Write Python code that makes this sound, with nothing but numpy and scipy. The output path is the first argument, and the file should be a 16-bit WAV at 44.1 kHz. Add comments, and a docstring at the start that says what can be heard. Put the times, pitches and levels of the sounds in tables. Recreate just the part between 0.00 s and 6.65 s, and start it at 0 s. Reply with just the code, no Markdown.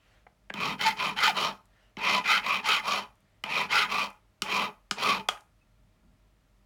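"""Over cloth rustle and a low room rumble comes a dull bench knock, then a hand file is pushed and pulled over
a metal ring held on a wooden bench peg in a small quiet workshop. The teeth strike at a rate set by the speed,
grit tears between them, and resonances of file, ring and peg sound along. The file taps as it lands, filings
and tools tick, the bench knocks, and the work has faint echoes."""
import sys
import numpy as np
from scipy import signal
from scipy.io import wavfile
from scipy.ndimage import uniform_filter1d

SR = 44100
rng = np.random.default_rng(int(sys.argv[2]) if len(sys.argv) > 2 else 0)


def boost(x):
    """Linear amplitude factor 10**(x/20) for a level x in decibels (scalar or array-like)."""
    u = np.asarray(x, float) / 20
    return 10 ** u


def transcribe(signal):
    """Save signal, clipped to [-1, 1], as a 16-bit WAV file at the path in sys.argv[1]."""
    frames = np.atleast_2d(signal).T
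    limited = np.clip(frames, -1, 1)
    pcm = np.round(limited * 32767).astype(np.int16)
    wavfile.write(sys.argv[1], SR, pcm)


N = 293265

# Modes of file and ring. Each row: frequency in Hz, width in Hz, relative level in dB when pushed,
# when pulled, when tapped.
STEEL_MODES = [(424, 99, -8.5, -15, -7.5), (682, 270, -6, -15, -2), (737, 110, -9.5, -10.5, -6),
               (859, 83, -5, -3.5, -0.5), (1000, 65, -4, -13.5, 1.5), (1162, 160, -2.5, -11.5, -7.5),
               (1239.5, 35, 3, -1, 12.5), (1431, 180, -10, -2, 4), (2077, 100, 0.5, 6.5, 4.5),
               (2176, 20, -4.5, 6.5, -1), (2453, 180, 11.5, 7.5, 3.5), (2580, 90, 4, 4, -17.5),
               (3055, 180, 5.5, 7.5, 12.5), (3300, 64, -6, -5, -29), (3746, 250, 1, 1.5, -8.5),
               (4310, 1200, -0.5, -1.5, -17), (4860, 410, -7.5, -0.5, -9.5), (5500, 220, -0.5, -2.5, -9),
               (6750, 260, -8.5, -5, -16.5), (9000, 22000, -21.5, -21, -23), (10030, 550, -12.5, -13, -17),
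               (12600, 690, -16.5, -17.5, -30.5), (14400, 1400, -27.5, -28.5, -34.5)]
# Modes of the wooden peg. Each row: frequency in Hz, width in Hz, relative level in dB.
PEG_MODES = [(110.8, 40, -14.5), (150, 25, -11.5), (197.4, 16, 1.5), (260, 69, -7.5), (359, 79, -9),
             (411.7, 18, -4.5)]


def evened(x):
    """Scales to rms 1."""
    return x / np.sqrt(np.mean(x ** 2) + 1e-20)


def peaked(x, db):
    """Scales to a peak level."""
    return boost(db) * x / abs(x).max()


def read(points, hz):
    """Reads a spectrum on a log-frequency axis."""
    f, value = np.transpose(points)
    return np.interp(np.log(hz + 1), np.log(f + 1), value)


def drift(size):
    """Smooth chance of rms 1 that changes over about size samples."""
    noise = rng.standard_normal(N)
    return evened(uniform_filter1d(uniform_filter1d(noise, size), size))


def hiss(points, patchy_db):
    """Noise of rms 1 with a given spectrum and patches that drift in time and frequency."""
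    frames, hz = N // 1024 + 5, np.fft.rfftfreq(4096, 1 / SR)
    a, b, patches = rng.standard_normal((frames, 2049, 3)).T
    patches = uniform_filter1d(patches, size=40, axis=0)
    patches = evened(uniform_filter1d(patches, size=4, axis=1))
    z = (a + 1j * b) * boost(read(points, hz)[:, None] + patchy_db * patches)
    return evened(signal.istft(z, nperseg=4096, noverlap=3072)[1][:N])


def arches(rows):
    """Speed rises from rest and falls back in each row; returns speed, travel 0-1 and the other columns over time."""
    t = np.arange(N) / SR
    current = np.maximum(np.searchsorted([r[0] for r in rows], t) - 1, 0)
    start, length, top, *rest = np.array(rows)[current].T
    travel = np.clip((t - start) / length, 0, 1)
    skew = np.log(.5) / np.log(np.clip(top, .05, .95))  # puts the top of the sine at the given share
    speed = np.sin(np.pi * travel ** skew).clip(0)
    return speed * (travel < 1), travel, *rest


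def resonate(x, hz, width):
    """One resonance of gain 1 whose far skirts fall steeply."""
    narrow = signal.lfilter(*signal.iirpeak(hz, hz / width, SR), x)
    return signal.lfilter(*signal.iirpeak(hz, min(1.3, hz / width), SR), narrow)


def ring(pulse, scrape, modes, free_db=0, sharp_db=0, shift_db=0):
    """Drives modes with a shared pulse and a scrape that differs from mode to mode; noise of rms 1 keeps its power."""
    finger_hz, finger_octaves = 2300, .3  # the modes that the fingers damp
    sharp_hz, sharp_octaves = 1500, 1.81  # a sharper cut lifts modes above here, fully so this far up
    gains = []
    for k, (hz, width, db) in enumerate(modes):
        freedom = np.exp(-(np.log2(hz / finger_hz) / finger_octaves) ** 2)
        sharpness = np.clip(np.log2(hz / sharp_hz) / sharp_octaves, 0, 1)
        own_shift_db = np.roll(shift_db, k * (SR // 4))
        gains.append(boost(db + own_shift_db + free_db * freedom + sharp_db * sharpness))
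    norm = np.sqrt(sum(g ** 2 * np.pi * m[1] / SR for g, m in zip(gains, modes)))
    noise = rng.standard_normal(len(pulse))
    out = np.zeros(len(pulse))
    for k, (g, (hz, width, db)) in enumerate(zip(gains, modes)):
        drive = (-1) ** k * pulse + scrape * np.roll(noise, k * 101)
        out += resonate(drive * g / norm, hz, width)
    return out


def catches(t, catch_s=0.014, hang=.4, hang_s=.015):
    """Level in dB as the file hangs briefly, dipping by a share of the jump, and the teeth suddenly catch."""
    # Each row: time in seconds, jump in dB (a negative one swaps dip and jump).
    catch_rows = [(0.781, 7.5), (0.81, 6), (0.991, 6.5), (1.163, 6.5), (1.194, 0.5), (1.227, 4), (1.367, 5),
                  (2.242, 4), (2.29, 3), (2.647, -1.5), (2.687, 4.5), (3.49, 3), (3.703, 2), (3.897, 1.5),
                  (4.501, 0), (4.984, 0.5), (5.021, 4), (5.197, 4), (5.372, 6.5)]
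    total_db = 0
    for s, db in catch_rows:
        after, before = np.exp(-abs(t - s) / catch_s), -hang * np.exp(-abs(t - s) / hang_s)
        total_db = total_db + db * np.where(t >= s, after, before)
    return total_db


def strokes(rows, rule, order, notes=(), drags=()):
    """Teeth pulses that wander less the more even the cut, plus grit torn off at each tooth, drive steel and peg."""
    drag_rise_s, note_blunt = .01, 1.2
    wander, blunt, blunt_hz = .3, 0.49, 880
    grit_db, gated = 3, 0.64
    lumpy_db, rasp_db, shift_db = 1.5, 1.5, 2.18
    keen = .6  # dB of sharpness per dB of bite
    loud, thrum, sag, top_sharp_db, dull_db, free_change_db, peg_change_db, even = rule
    speed, travel, db, hz, free_db, peg_db = arches(rows)
    t = np.arange(N) / SR
    hz, even = hz * (1 - sag * (1 - speed)), even + 0 * t

    for s, length, swell_db, first_hz, last_hz, note_even, lean in notes:
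        part = (t - s) / length
        held = uniform_filter1d(1. * (abs(part - .5) < .5), size=300)
        hz = hz + held * (first_hz + (last_hz - first_hz) * part - hz)
        even = even + held * (note_even - even)
        db = db + held * swell_db * np.sin(np.pi * abs(part) ** lean)
        blunt = blunt + held * note_blunt

    gain, even = boost(db) * speed ** loud, np.clip(even, 0, .99)
    for s, drag_db, fade in drags:
        rise = np.clip((t - s) / drag_rise_s, 0, 1)
        gain = np.hypot(gain, rise * boost(drag_db - fade * abs(t - s)))

    turns = np.cumsum(hz * (1 + wander * (1 - even) ** 2 * drift(size=24))) / SR
    slope = blunt + 10 * np.maximum(blunt_hz / hz - 1, 0)  # slow teeth push more softly: fewer overtones
    teeth = evened(sum(np.cos(2 * np.pi * k * turns) / k ** slope for k in range(1, 9)))
    bursts = boost(grit_db * np.minimum(rng.exponential(1, N), 4))
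    grit = evened(bursts * (1 + gated * np.cos(2 * np.pi * turns)))

    catch_db = catches(t)
    lumps_db = lumpy_db * drift(size=180)  # a harder bite also cuts sharper
    rasp = rasp_db * drift(size=30)  # fast unevenness from tooth to tooth, in dB
    bite = gain * boost(lumps_db + rasp + catch_db)
    free_db = free_db + free_change_db * (travel - .5)
    sharp_db = top_sharp_db - dull_db * (1 - speed) ** 1.5 + keen * (catch_db + lumps_db)
    mode_shift_db = shift_db * drift(size=1500)  # modes are driven more or less as the contact travels
    modes = [(m[0], m[1], m[order]) for m in STEEL_MODES]
    pulse, scrape = bite * np.sqrt(even) * 0.48 * teeth, bite * np.sqrt(1 - even) * grit
    steel = ring(pulse, scrape, modes, free_db, sharp_db, mode_shift_db)
    peg_drive = speed ** thrum * boost(peg_db + peg_change_db * (travel - .5))
    return steel + ring(0 * gain, peg_drive, PEG_MODES)


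def taps():
    """File landing or knocking: a push softened by contact time, a crack and a short skid ring steel and peg."""
    # Each row: time in seconds, peak in dB, peg thump in dB re peak, contact in ms,
    # frequency in Hz that the place struck favours, dry crack in dB re the ringing before softening.
    tap_rows = [(.5388, -26, -11, .04, 3020, -18), (1.969, -29, -6, 0.15, 2134, -11.5),
                (3.438, -19.5, -21, 0.072, 2370, -15.5), (4.42, -13.5, -19.5, 0.035, 3074, 1),
                (4.9106, -11.5, -21.5, 0.087, 1450, 1), (5.287, -11, -43.5, 0.053, 3224, -5)]
    bounce_s, crack_s, skid_s, skid_db = .0008, 0.0011, 0.019, -24
    favour_db, favour_width_hz = 7, 260
    out, t = np.zeros(N + SR), np.arange(SR // 5) / SR
    # an edge grazes just before the flat lands
    click = 0.17 * (t == 0) + np.roll(t == 0, round(bounce_s * SR))
    scrape = .5 * np.exp(-abs(t - bounce_s) / crack_s) + boost(skid_db) * np.exp(-t / skid_s)
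    for s, db, peg_db, contact_ms, hz, crack_db in tap_rows:
        modes = [(m[0], m[1], m[4]) for m in STEEL_MODES] + [(hz, favour_width_hz, favour_db)]
        steel = ring(click, scrape, modes)
        crack = resonate(click + scrape * rng.standard_normal(len(t)), 5000, 5000)
        soft = np.exp(-2 * np.pi / SR / max(contact_ms / 1000, 1e-5))  # a longer contact dulls the blow
        blow = peaked(steel, 0) + peaked(crack, crack_db)
        blow = signal.lfilter([1], np.poly([soft, soft, soft]), blow)
        thump = ring(click, 0 * t, PEG_MODES)
        out[round(s * SR):][:len(t)] += peaked(blow, db) + peaked(thump, db + peg_db)
    return out[:N]


def ticks(decay_s=0.00296):
    """Ticks and pings of filings and tools, and the bright ping of the ring as it knocks on the bench: a short
    noise burst through one resonance."""
    # Each row: time in seconds, peak in dB, frequency in Hz, width in Hz.
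    tick_rows = [(.499, -34.5, 2500, 1500), (5.372, -41.5, 1550, 150), (1.655, -57, 6980, 9000),
                 (3.155, -62.5, 9000, 9000), (3.205, -64.5, 9000, 9000), (4.102, -49.5, 8020, 9000),
                 (4.13, -59, 7000, 6000), (5.286, -22, 3300, 50), (5.407, -50, 5000, 6000),
                 (5.613, -66, 2580, 30)]
    out, t = np.zeros(N + SR), np.arange(SR // 5) / SR
    for s, db, hz, width in tick_rows:
        burst = np.exp(-t / decay_s) * rng.standard_normal(len(t))
        out[round(s * SR):][:len(t)] += peaked(resonate(burst, hz, width), db)
    return out[:N]


def knocks(rattle=0.17):
    """A rounded push with some rattle rings the bench; broader high modes die first, so the knock seems to fall."""
    # Each row: time in seconds, peak in dB, peg thump in dB re peak, brightness in dB per octave, rise in ms.
    knock_rows = [(.266, -41, -30, -2, 2.3), (.5022, -22, -19.5, 8, 1.2), (5.2875, -14, -40, -4, 1.5)]
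    # Wood and tray. Each row: frequency in Hz, width in Hz, relative level in dB.
    bench_modes = [(530, 90, -4.5), (765, 150, 3), (1284, 210, -5), (1623, 200, -3.5), (2030, 335, -3)]
    out, t = np.zeros(N + SR), np.arange(SR // 5) / SR
    click = 1. * (t == 0)
    for s, db, peg_db, bright_db, rise_ms in knock_rows:
        rise = t * 1000 / max(rise_ms, .1)
        modes = [(hz, width, mode_db + bright_db * np.log2(hz / 1000)) for hz, width, mode_db in bench_modes]
        body = ring(click, rattle * rise * np.exp(-rise), modes) * np.minimum(rise, 1)
        thump = ring(click, 0 * t, PEG_MODES)
        out[round(s * SR):][:len(t)] += peaked(body, db) + peaked(thump, db + peg_db)
    return out[:N]


def rustle(power=1.07):
    """Cloth noise that swells and fades with each movement, and a low swell as the ring is turned in the hands."""
    # Hands and sleeve between strokes. Each row: start in seconds, length in seconds,
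    # share of the length at the top, level in dB.
    rustle_rows = [(-.06, .32, 0.57, -65), (1.6, .36, 0.61, -68.5), (3.08, 0.39, .55, -75.5)]
    # Turning the ring; columns as above.
    shuffle_rows = [(5.6, .8, 0.55, -70.5)]
    # Cloth spectrum. Each row: frequency in Hz, relative level in dB per Hz.
    cloth_spectrum = [(240, -41), (400, -12), (612, 0), (979, -9.5), (1940, -2), (2250, -8), (2870, -7.5),
                      (3610, -12), (15000, -36)]
    # Low swell spectrum; columns as above.
    dull_spectrum = [(60, -12), (110, 0), (250, -4), (400, -20), (800, -50)]
    speed, _, db = arches(rustle_rows)
    low_speed, _, low_db = arches(shuffle_rows)
    cloth = boost(db) * speed ** power * hiss(cloth_spectrum, patchy_db=2.5)
    return cloth + boost(low_db) * low_speed * hiss(dull_spectrum, patchy_db=2.5)


def room(x):
    """Sparse echoes of random sign, each band dying at its own speed."""
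    # Each row: frequency in Hz, time to fall 60 dB in seconds.
    decay_times = [(150, 0.21), (700, 0.3), (1500, .28), (4000, 0.15), (10000, 0.36)]
    echoes = np.zeros(SR // 2)
    at = np.arange(200, SR // 2 - 20, 20)
    echoes[at + rng.integers(0, 20, len(at))] = rng.choice([-1., 1.], len(at))
    hz, t, z = signal.stft(echoes, SR, nperseg=256)
    fade = boost(-60 * t / read(decay_times, hz)[:, None])
    tail = signal.istft(z * fade, SR, nperseg=256)[1]
    return signal.fftconvolve(x, tail / np.linalg.norm(tail))[:N]


def air(level_db=-69.5):
    """Room hiss and rumble, with a few wavering tones of noise through narrow resonances."""
    # Each row: frequency in Hz, relative level in dB per Hz.
    air_spectrum = [(18, -27), (30, -7), (111, -6), (467, -19), (606, -19), (852, -20.5), (1360, -21.5),
                    (1470, -26.5), (1770, -23), (15500, -41)]
    # Each row: frequency in Hz, width in Hz, rms level in dB.
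    hum_rows = [(46.3, 10, -67.5), (103, 11, -76), (198, 12, -79.5), (620, 40, -82), (1390, 50, -89.5)]
    noise = rng.standard_normal(N)
    out = boost(level_db) * hiss(air_spectrum, patchy_db=.4)
    for hz, width, db in hum_rows:
        out += boost(db) * evened(resonate(resonate(noise, hz, width), hz, width))
    return out


def scene():
    """File work and its echoes over the rustle and room air."""
    # Each row a stroke: start in seconds, length in seconds, share of the length at top speed, pressure in dB,
    # teeth passing in Hz at top speed, freedom of the ring in the fingers in dB, peg thrum in dB.
    push_rows = [(.535, 0.24, 0.49, -29.5, 1087, -3, -38.5), (.95, 0.21, 0.46, -29.5, 1100, -5.5, -44.5),
                 (1.33, 0.22, .4, -26.5, 1053, -9, -44), (1.96, 0.28, 0.54, -24, 1109, 0, -43.5),
                 (2.41, .22, 0.49, -26, 1110, -0.5, -47.5), (2.82, 0.24, 0.42, -28, 1132, -7, -48.5),
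                 (3.435, .255, .55, -27, 1035, 1, -46), (3.87, .23, 0.44, -27.5, 1180, -3.5, -46.5),
                 (4.425, 0.29, 0.52, -27, 1092, -4, -43), (4.945, 0.28, 0.51, -25.5, 1125, -4.5, -41)]
    # Columns as above.
    pull_rows = [(.77, 0.18, 0.54, -27, 1200, -4, -46.5), (1.14, 0.2, .55, -24, 1280, -4.5, -48),
                 (2.22, .2, 0.53, -22.5, 1360, 0, -50), (2.62, .21, .45, -24, 1310, -3, -52.5),
                 (3.68, 0.21, 0.46, -22.5, 1360, -2, -48)]
    # How hand speed (0-1) and travel shape a stroke: loudness power, peg power, share of the tooth rate lost
    # at rest, sharpness in dB at top speed, its loss at rest in dB, change of ring freedom over the stroke in dB,
    # change of peg thrum over the stroke in dB, evenness 0-1.
    push_rule = (1.6, 0.84, 0.28, -15, 10, -2.5, 3.5, 0.3572)
    # Columns as above.
    pull_rule = (1.62, 0.2, 0.5, -15, 9, 1.5, -2.5, 0.33)
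    # Parts of pulls where the teeth are heard as a note, locked to the file's bending or slowing to a halt.
    # Each row: start in seconds, length in seconds, swell in dB, first Hz, last Hz, evenness 0-1,
    # lean of the swell (under 1 early).
    note_rows = [(.848, .052, 8, 882.4, 866.2, 0.6, 1.05), (1.27, .066, 5.5, 1014, 418.4, .55, .45)]
    # Light drags as the file settles after landing or lifts away.
    # Each row: time in seconds, level in dB, fade in dB per second.
    drag_rows = [(.545, -41, 199.5), (1.52, -45.5, 247), (1.975, -36.5, 198), (3.03, -46.5, 248.5),
                 (3.445, -37.5, 150.5), (4.06, -41, 245.5), (4.43, -42.5, 201), (4.69, -48.5, 257.5),
                 (4.92, -44, 302), (5.2, -49, 299.5), (5.3, -37.5, 250)]
    filing = strokes(push_rows, push_rule, order=2, drags=drag_rows)
    filing += strokes(pull_rows, pull_rule, order=3, notes=note_rows)
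    work = filing + taps() + ticks() + knocks()
    echo_db = -11.5
    return (work + boost(echo_db) * room(work) + rustle() + air())[None]


def band_limit(x):
    """A steep low-pass at the top of the band."""
    return signal.sosfilt(signal.butter(12, 16770, fs=SR, output="sos"), x)


def record(dry):
    """Limits the finished mix with a steep low-pass at the top of the band."""
    return band_limit(dry)


dry = scene()
out = record(dry)
transcribe(out)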